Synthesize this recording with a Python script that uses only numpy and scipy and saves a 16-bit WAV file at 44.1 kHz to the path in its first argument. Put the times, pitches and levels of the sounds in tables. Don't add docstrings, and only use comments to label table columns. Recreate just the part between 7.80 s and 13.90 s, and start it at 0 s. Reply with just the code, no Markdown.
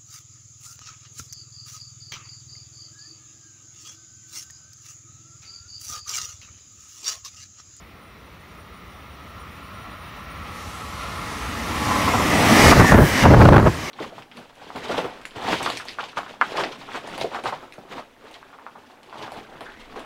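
import sys
import numpy as np
from scipy import signal
from scipy.fft import rfft, irfft, next_fast_len
from scipy.io import wavfile
from scipy.ndimage import uniform_filter1d, minimum_filter1d, map_coordinates

SR = 44100
rng = np.random.default_rng(int(sys.argv[2]) if len(sys.argv) > 2 else 0)


def master_out(mix):
    frames = np.transpose(np.atleast_2d(mix))
    ceiling = np.clip(frames, -1, 1)
    pcm = np.round(ceiling * 32767).astype(np.int16)
    wavfile.write(sys.argv[1], SR, pcm)


N = 269010
T = np.arange(N) / SR

# (pitch [Hz], half width [Hz], level [dB])
RAIL_LOW_NOTES = [(1042, 67, -1), (1147, 34, 3), (1225, 18, 5), (1276, 29, 5), (1341, 20, 6.5),
                  (1384, 17, 1.5), (1390, 20, -21), (1433, 4.8, 3.5)]
RAIL_HIGH_NOTES = [(5720, 84, -2.5), (7600, 140, -12), (9609, 15, 8.5), (11130, 310, -11.5),
                   (12543, 60, -17), (12780, 90, -6), (13011, 80, -11), (14583, 60, -9),
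                   (14815, 100, -11.5), (15460, 170, -15)]
# (time [s], boost [dB], half width [s])
RAIL_FLARES = [(.8, 2.5, 0.083), (1.59, 6, 0.085), (2.05, 3, .12), (2.65, 1, 0.14), (3.27, 3.5, 0.17)]
# (pitch [Hz], waver [Hz], level [dB])
WHINE_TONES = [(298.5, 7, -9), (849, 6, -3.5), (1038, 6.05, -1.5), (1137, 5, 0)]
# (time [s], level [dB])
KNOCKS = [(4.083, -20.5), (4.1076, -19), (4.1565, -19), (4.2754, -11.5), (4.336, -11), (4.394, -16)]
# (pitch [Hz], half width [Hz], level [dB])
KNOCK_NOTES = [(229, 59, -2), (497, 93, -4.5), (750, 61, -1.5), (1035, 80, 4.5), (1110, 82, -4),
               (1340, 76, -2)]
# (pitch [Hz], half width [Hz], level [dB])
WHEEL_NOTES = [(1790, 180, 3), (2160, 150, -1.5), (2840, 160, -5), (3500, 380, -15), (5070, 1500, -14.5)]
# (passing time [s], rolling level [dB], ringing level [dB], upper note boost [dB])
BOGIES = [(4.901, 1, -21, 5.5), (5.09, -6, -18.5, -23), (5.431, -9.5, -21, 1.5), (5.651, -14, -30.5, 6),
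          (6.1, -33, -34.5, 20)]
# (frequency [Hz], level [dB])
RUMBLE_FAR = [(20, -32), (40, -11), (62, 2.5), (95, 0.5), (135, -8.5), (175, -3), (225, -8.5), (300, -10.5),
              (420, -28), (900, -60)]
RUMBLE_NEAR = [(20, -28), (42, -19), (62, -2.5), (100, 1.5), (140, -4), (220, 3), (300, 0), (430, -17),
               (900, -39)]
ROAR_FAR = [(120, -46), (330, 0), (600, 4), (900, 3), (1250, 2), (1500, -1.5), (1900, 4), (2400, 1),
            (3200, -4), (3800, -5), (5000, -13.5), (9000, -58)]
ROAR_NEAR = [(120, -10), (370, -2), (490, -0.5), (660, -0.5), (900, -2), (1200, -1.5), (1520, -8.5),
             (1950, -2), (2400, -8.5), (3300, -14), (4200, -20), (6000, -19.5), (9000, -60)]
HISS_FAR = [(1500, -32), (3500, -38.5), (4600, -6), (5600, 3.5), (6300, -1), (8200, -8.5), (10200, -12),
            (13000, -5), (15700, 1.5)]
HISS_NEAR = [(1500, -13), (3400, 0.5), (4500, 0), (5800, 1.5), (7400, -3), (9800, -5.5), (12500, -9),
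             (15700, -15)]
# (frequency [Hz], level [dB])
SIZZLE_COLOUR = [(3000, -25), (7000, -6), (10000, 0), (15700, 0)]
THUMP_COLOUR = [(15, -30), (35, -9), (56, 0.5), (115, 0), (200, -6), (350, -11.5), (650, -17.5),
                (1300, -27.5), (4000, -64)]
TEARING_COLOUR = [(25, 1.5), (60, 6.5), (250, 2.5), (500, 0.5), (900, -2), (1400, -5), (2000, -15.5),
                  (3000, -24.5), (5000, -37), (12000, -47.5)]
# (start [s], length [s], level [dB])
GUSTS = [(4.814, .15, -16), (4.959, 0.078, -10.5), (5.131, 0.1, -5.5), (5.458, 0.325, -3.5),
         (5.77, .11, -12)]
# (time [s], level [dB], rough half length [s])
SWIRLS = [(4.866, -12, 0.0093), (4.926, -5, 0.012), (5.013, -9, 0.017), (5.049, -9, 0.0061),
          (5.125, -9, 0.0054), (5.151, -5.5, 0.0083), (5.183, -13.5, 0.01), (5.456, -6.5, 0.018),
          (5.544, -1.5, .007), (5.618, -3, 0.011), (5.659, -3, 0.006), (5.69, -0.5, 0.0038),
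          (5.73, 0.5, 0.0068), (5.748, -2, 0.0075), (5.766, -2, 0.0048), (5.789, -7, 0.01),
          (5.861, -13, .006)]

TRAIN_M_PER_S, SOUND_M_PER_S = 35.47, 343
FRONT_PASSES_S = BOGIES[0][0]
PASSED_DB_PER_S = 98
ROUGH_S, ROUGH_WIDTH_S = 4.15, 0.19


def amp(db):
    return 10 ** (np.asarray(db) / 20)


def unit(x):
    return x / np.sqrt(np.mean(x ** 2) + 1e-20)


def swell(time_s, width_s):
    return np.exp(-((T - time_s) / width_s) ** 2)


def wobble(rate):
    times = np.linspace(0, T[-1], num=12000)
    curve = map_coordinates(rng.standard_normal(4096), [times * rate], mode="wrap")
    return np.interp(T, times, curve)


def filtered(x, response):
    size = next_fast_len(N + 8192)
    return irfft(rfft(x, size) * response(np.fft.rfftfreq(size, 1 / SR)), size)[:N]


def rush(colour):
    freqs, db = np.transpose(colour)
    response = lambda hz: amp(np.interp(np.log(hz + 1), np.log(freqs), db))
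    return unit(filtered(rng.standard_normal(N), response))


def ringing(notes):
    def response(hz):
        peaks = (amp(db) / (1 + ((hz - pitch) / width) ** 2) for pitch, width, db in notes)
        return np.sqrt(sum(peak ** 2 for peak in peaks))
    return unit(filtered(rng.standard_normal(N), response))


def steady(x, samples):
    power = np.abs(uniform_filter1d(x ** 2, size=samples))
    return unit(x / np.sqrt(power + 0.048))


def patchy(x, depth_db):
    slices = signal.stft(x, nperseg=1024)[2]
    patches = uniform_filter1d(rng.standard_normal(slices.shape), size=3, axis=0)
    patches = uniform_filter1d(patches, size=12, axis=1)
    return unit(signal.istft(slices * amp(depth_db * unit(patches)), nperseg=1024)[1][:N])


def nearing(far, near, start_s, end_s):
    share = np.clip((T - start_s) / (end_s - start_s), 0, 1)
    return np.sqrt(1 - share) * rush(far) + np.sqrt(share) * rush(near)


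def ahead_db(top_db, loss_db_per_m, full_within_m):
    to_go_s = FRONT_PASSES_S - T
    extra_m = np.maximum(TRAIN_M_PER_S * to_go_s - full_within_m, 0)
    return top_db - loss_db_per_m * extra_m - PASSED_DB_PER_S * np.maximum(-to_go_s, 0)


def passing_gain(near_db, tenfold_db, nearest_m, coaches_db=-19.5):
    power = amp(coaches_db) ** 2 * (T > FRONT_PASSES_S)
    for time_s, db, _, _ in BOGIES:
        distance_m = np.hypot(TRAIN_M_PER_S * np.maximum(time_s - T, 0), nearest_m)
        distance_db = tenfold_db * np.log10(distance_m / nearest_m)
        passed_db = PASSED_DB_PER_S * np.maximum(T - time_s, 0)
        power += amp(db - distance_db - passed_db) ** 2
    return amp(near_db) * np.sqrt(power)


def gust(start_s, end_s, db, rise_db_per_s=520, fall_db_per_s=480):
    return amp(db - rise_db_per_s * np.maximum(start_s - T, 0) - fall_db_per_s * np.maximum(T - end_s, 0))


def countryside(db=-55):
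    return amp(db) * rush([(25, -25), (60, 6), (130, 2), (200, -2), (330, 3.5), (480, 2.5),
                           (750, -8.5), (1500, -12), (6000, -49)])


def rail_song():
    flares_db = sum(db * swell(time_s, width_s) for time_s, db, width_s in RAIL_FLARES)
    low_db = ahead_db(-37, loss_db_per_m=0.14, full_within_m=36) + flares_db
    high_db = ahead_db(-59.5, loss_db_per_m=0.081, full_within_m=72)
    low = amp(low_db + 0.76 * wobble(13)) * ringing(RAIL_LOW_NOTES)
    high = amp(high_db + 0.59 * wobble(9.1)) * ringing(RAIL_HIGH_NOTES)
    return low + high


def whine(rough_boost_db=14):
    tones = np.zeros(N)
    for hz, waver_hz, db in WHINE_TONES:
        gain = amp(db + 2.7 * wobble(11))
        pitch_hz = hz + waver_hz * wobble(45)
        tones += gain * np.sin(2 * np.pi * np.cumsum(pitch_hz) / SR)
    level_db = ahead_db(-40.5, loss_db_per_m=0.28, full_within_m=48)
    return amp(level_db + rough_boost_db * swell(ROUGH_S, ROUGH_WIDTH_S)) * unit(tones)


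def sizzle(db=-32):
    return amp(db) * swell(time_s=5.22, width_s=0.11) * rush(SIZZLE_COLOUR)


def clatter(boost_db=1, attack_s=0.0028, ring_s=0.094):
    blows = np.zeros(N)
    age = np.arange(SR // 4) / SR
    rise = 1 - np.exp(-age / attack_s)
    for time_s, db in KNOCKS:
        blows[round(time_s * SR):][:len(age)] += rise * amp(boost_db + db - 60 * age / ring_s)
    return blows * steady(ringing(KNOCK_NOTES), samples=400)


def wheel_ring(nearest_m=4):
    out = np.zeros(N)
    for time_s, _, db, boost_db in BOGIES:
        distance_m = np.hypot(TRAIN_M_PER_S * (T - time_s), nearest_m)
        heard_at = T + (distance_m - nearest_m) / SOUND_M_PER_S
        upper_notes = [(hz, width, level + boost_db) for hz, width, level in WHEEL_NOTES[1:]]
        ring = steady(ringing(WHEEL_NOTES[:1] + upper_notes), samples=1500)
        gain = amp(db) * (nearest_m / distance_m) ** 1.88
        out += np.interp(T, heard_at, gain * ring, left=0)
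    return out


def rolling():
    shake = wobble(28)
    rough = swell(ROUGH_S, ROUGH_WIDTH_S)
    rumble = nearing(RUMBLE_FAR, RUMBLE_NEAR, start_s=3.25, end_s=4.68)
    rumble *= amp(rough + 0.5 * shake) * passing_gain(-17, tenfold_db=26.74, nearest_m=9.13)
    roar = patchy(nearing(ROAR_FAR, ROAR_NEAR, start_s=3.2, end_s=4.73), depth_db=1.35)
    roar *= amp(2.5 * rough + 0.35 * shake) * passing_gain(-14, tenfold_db=30.02, nearest_m=8.75)
    hiss = patchy(nearing(HISS_FAR, HISS_NEAR, start_s=2.56, end_s=2.78), depth_db=3.0)
    hiss *= amp(3.5 * rough + 0.16 * shake) * passing_gain(-22, tenfold_db=23, nearest_m=5.08)
    hiss *= amp(np.interp(T, [2.68, 2.767], [-6, 0]))
    return rumble + roar + hiss


def slipstream(swing_limit=3.4, breakup=0.76, churn_db=-14):
    draught = gust(GUSTS[0][0], end_s=5.96, db=-31, rise_db_per_s=130, fall_db_per_s=130)
    gusts = [gust(start_s, start_s + length_s, db) for start_s, length_s, db in GUSTS]
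    pressure = np.max([draught] + gusts, axis=0)
    corners = np.array([-1.2, -0.8, 0.4, 1.5])
    swirls = sum(amp(db) * np.interp(T, time_s + half_s * corners, [0, 1, 1, 0])
                 for time_s, db, half_s in SWIRLS)
    thumps = pressure * steady(rush(THUMP_COLOUR), samples=700) / (1 + breakup * swirls)
    churn = pressure * amp(churn_db + 4 * wobble(70))
    tearing = (swirls + churn) * amp(4.05 * wobble(500)) * steady(rush(TEARING_COLOUR), samples=150)
    air = thumps + tearing
    return air / (1 + (air / swing_limit) ** 4) ** (1 / 4)


def scene():
    land = countryside()
    train = rolling() + rail_song() + whine() + clatter() + wheel_ring()
    air = sizzle() + slipstream()
    return (land + train + air)[None]


def limiter(x, ceiling, release_db_per_s):
    needed_db = -20 * np.log10(np.maximum(np.abs(x) / ceiling, 1))
    over_db = -minimum_filter1d(needed_db, size=90)
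    recovery_db = release_db_per_s * T
    cut_db = np.maximum.accumulate(over_db + recovery_db) - recovery_db
    return x * amp(-uniform_filter1d(cut_db, size=90))


def record(dry, low_cut_hz=28, top_hz=15720):
    x = filtered(dry[0], lambda hz: 1 / np.sqrt(1 + (low_cut_hz / (hz + 1)) ** 8))
    x = limiter(x, ceiling=1.057, release_db_per_s=73)
    x = limiter(x, ceiling=1.05, release_db_per_s=400)
    x = x / (1 + np.abs(x / 0.98) ** 8) ** (1 / 8)
    return filtered(x, lambda hz: hz < top_hz)[None]


dry = scene()
out = record(dry)
master_out(out)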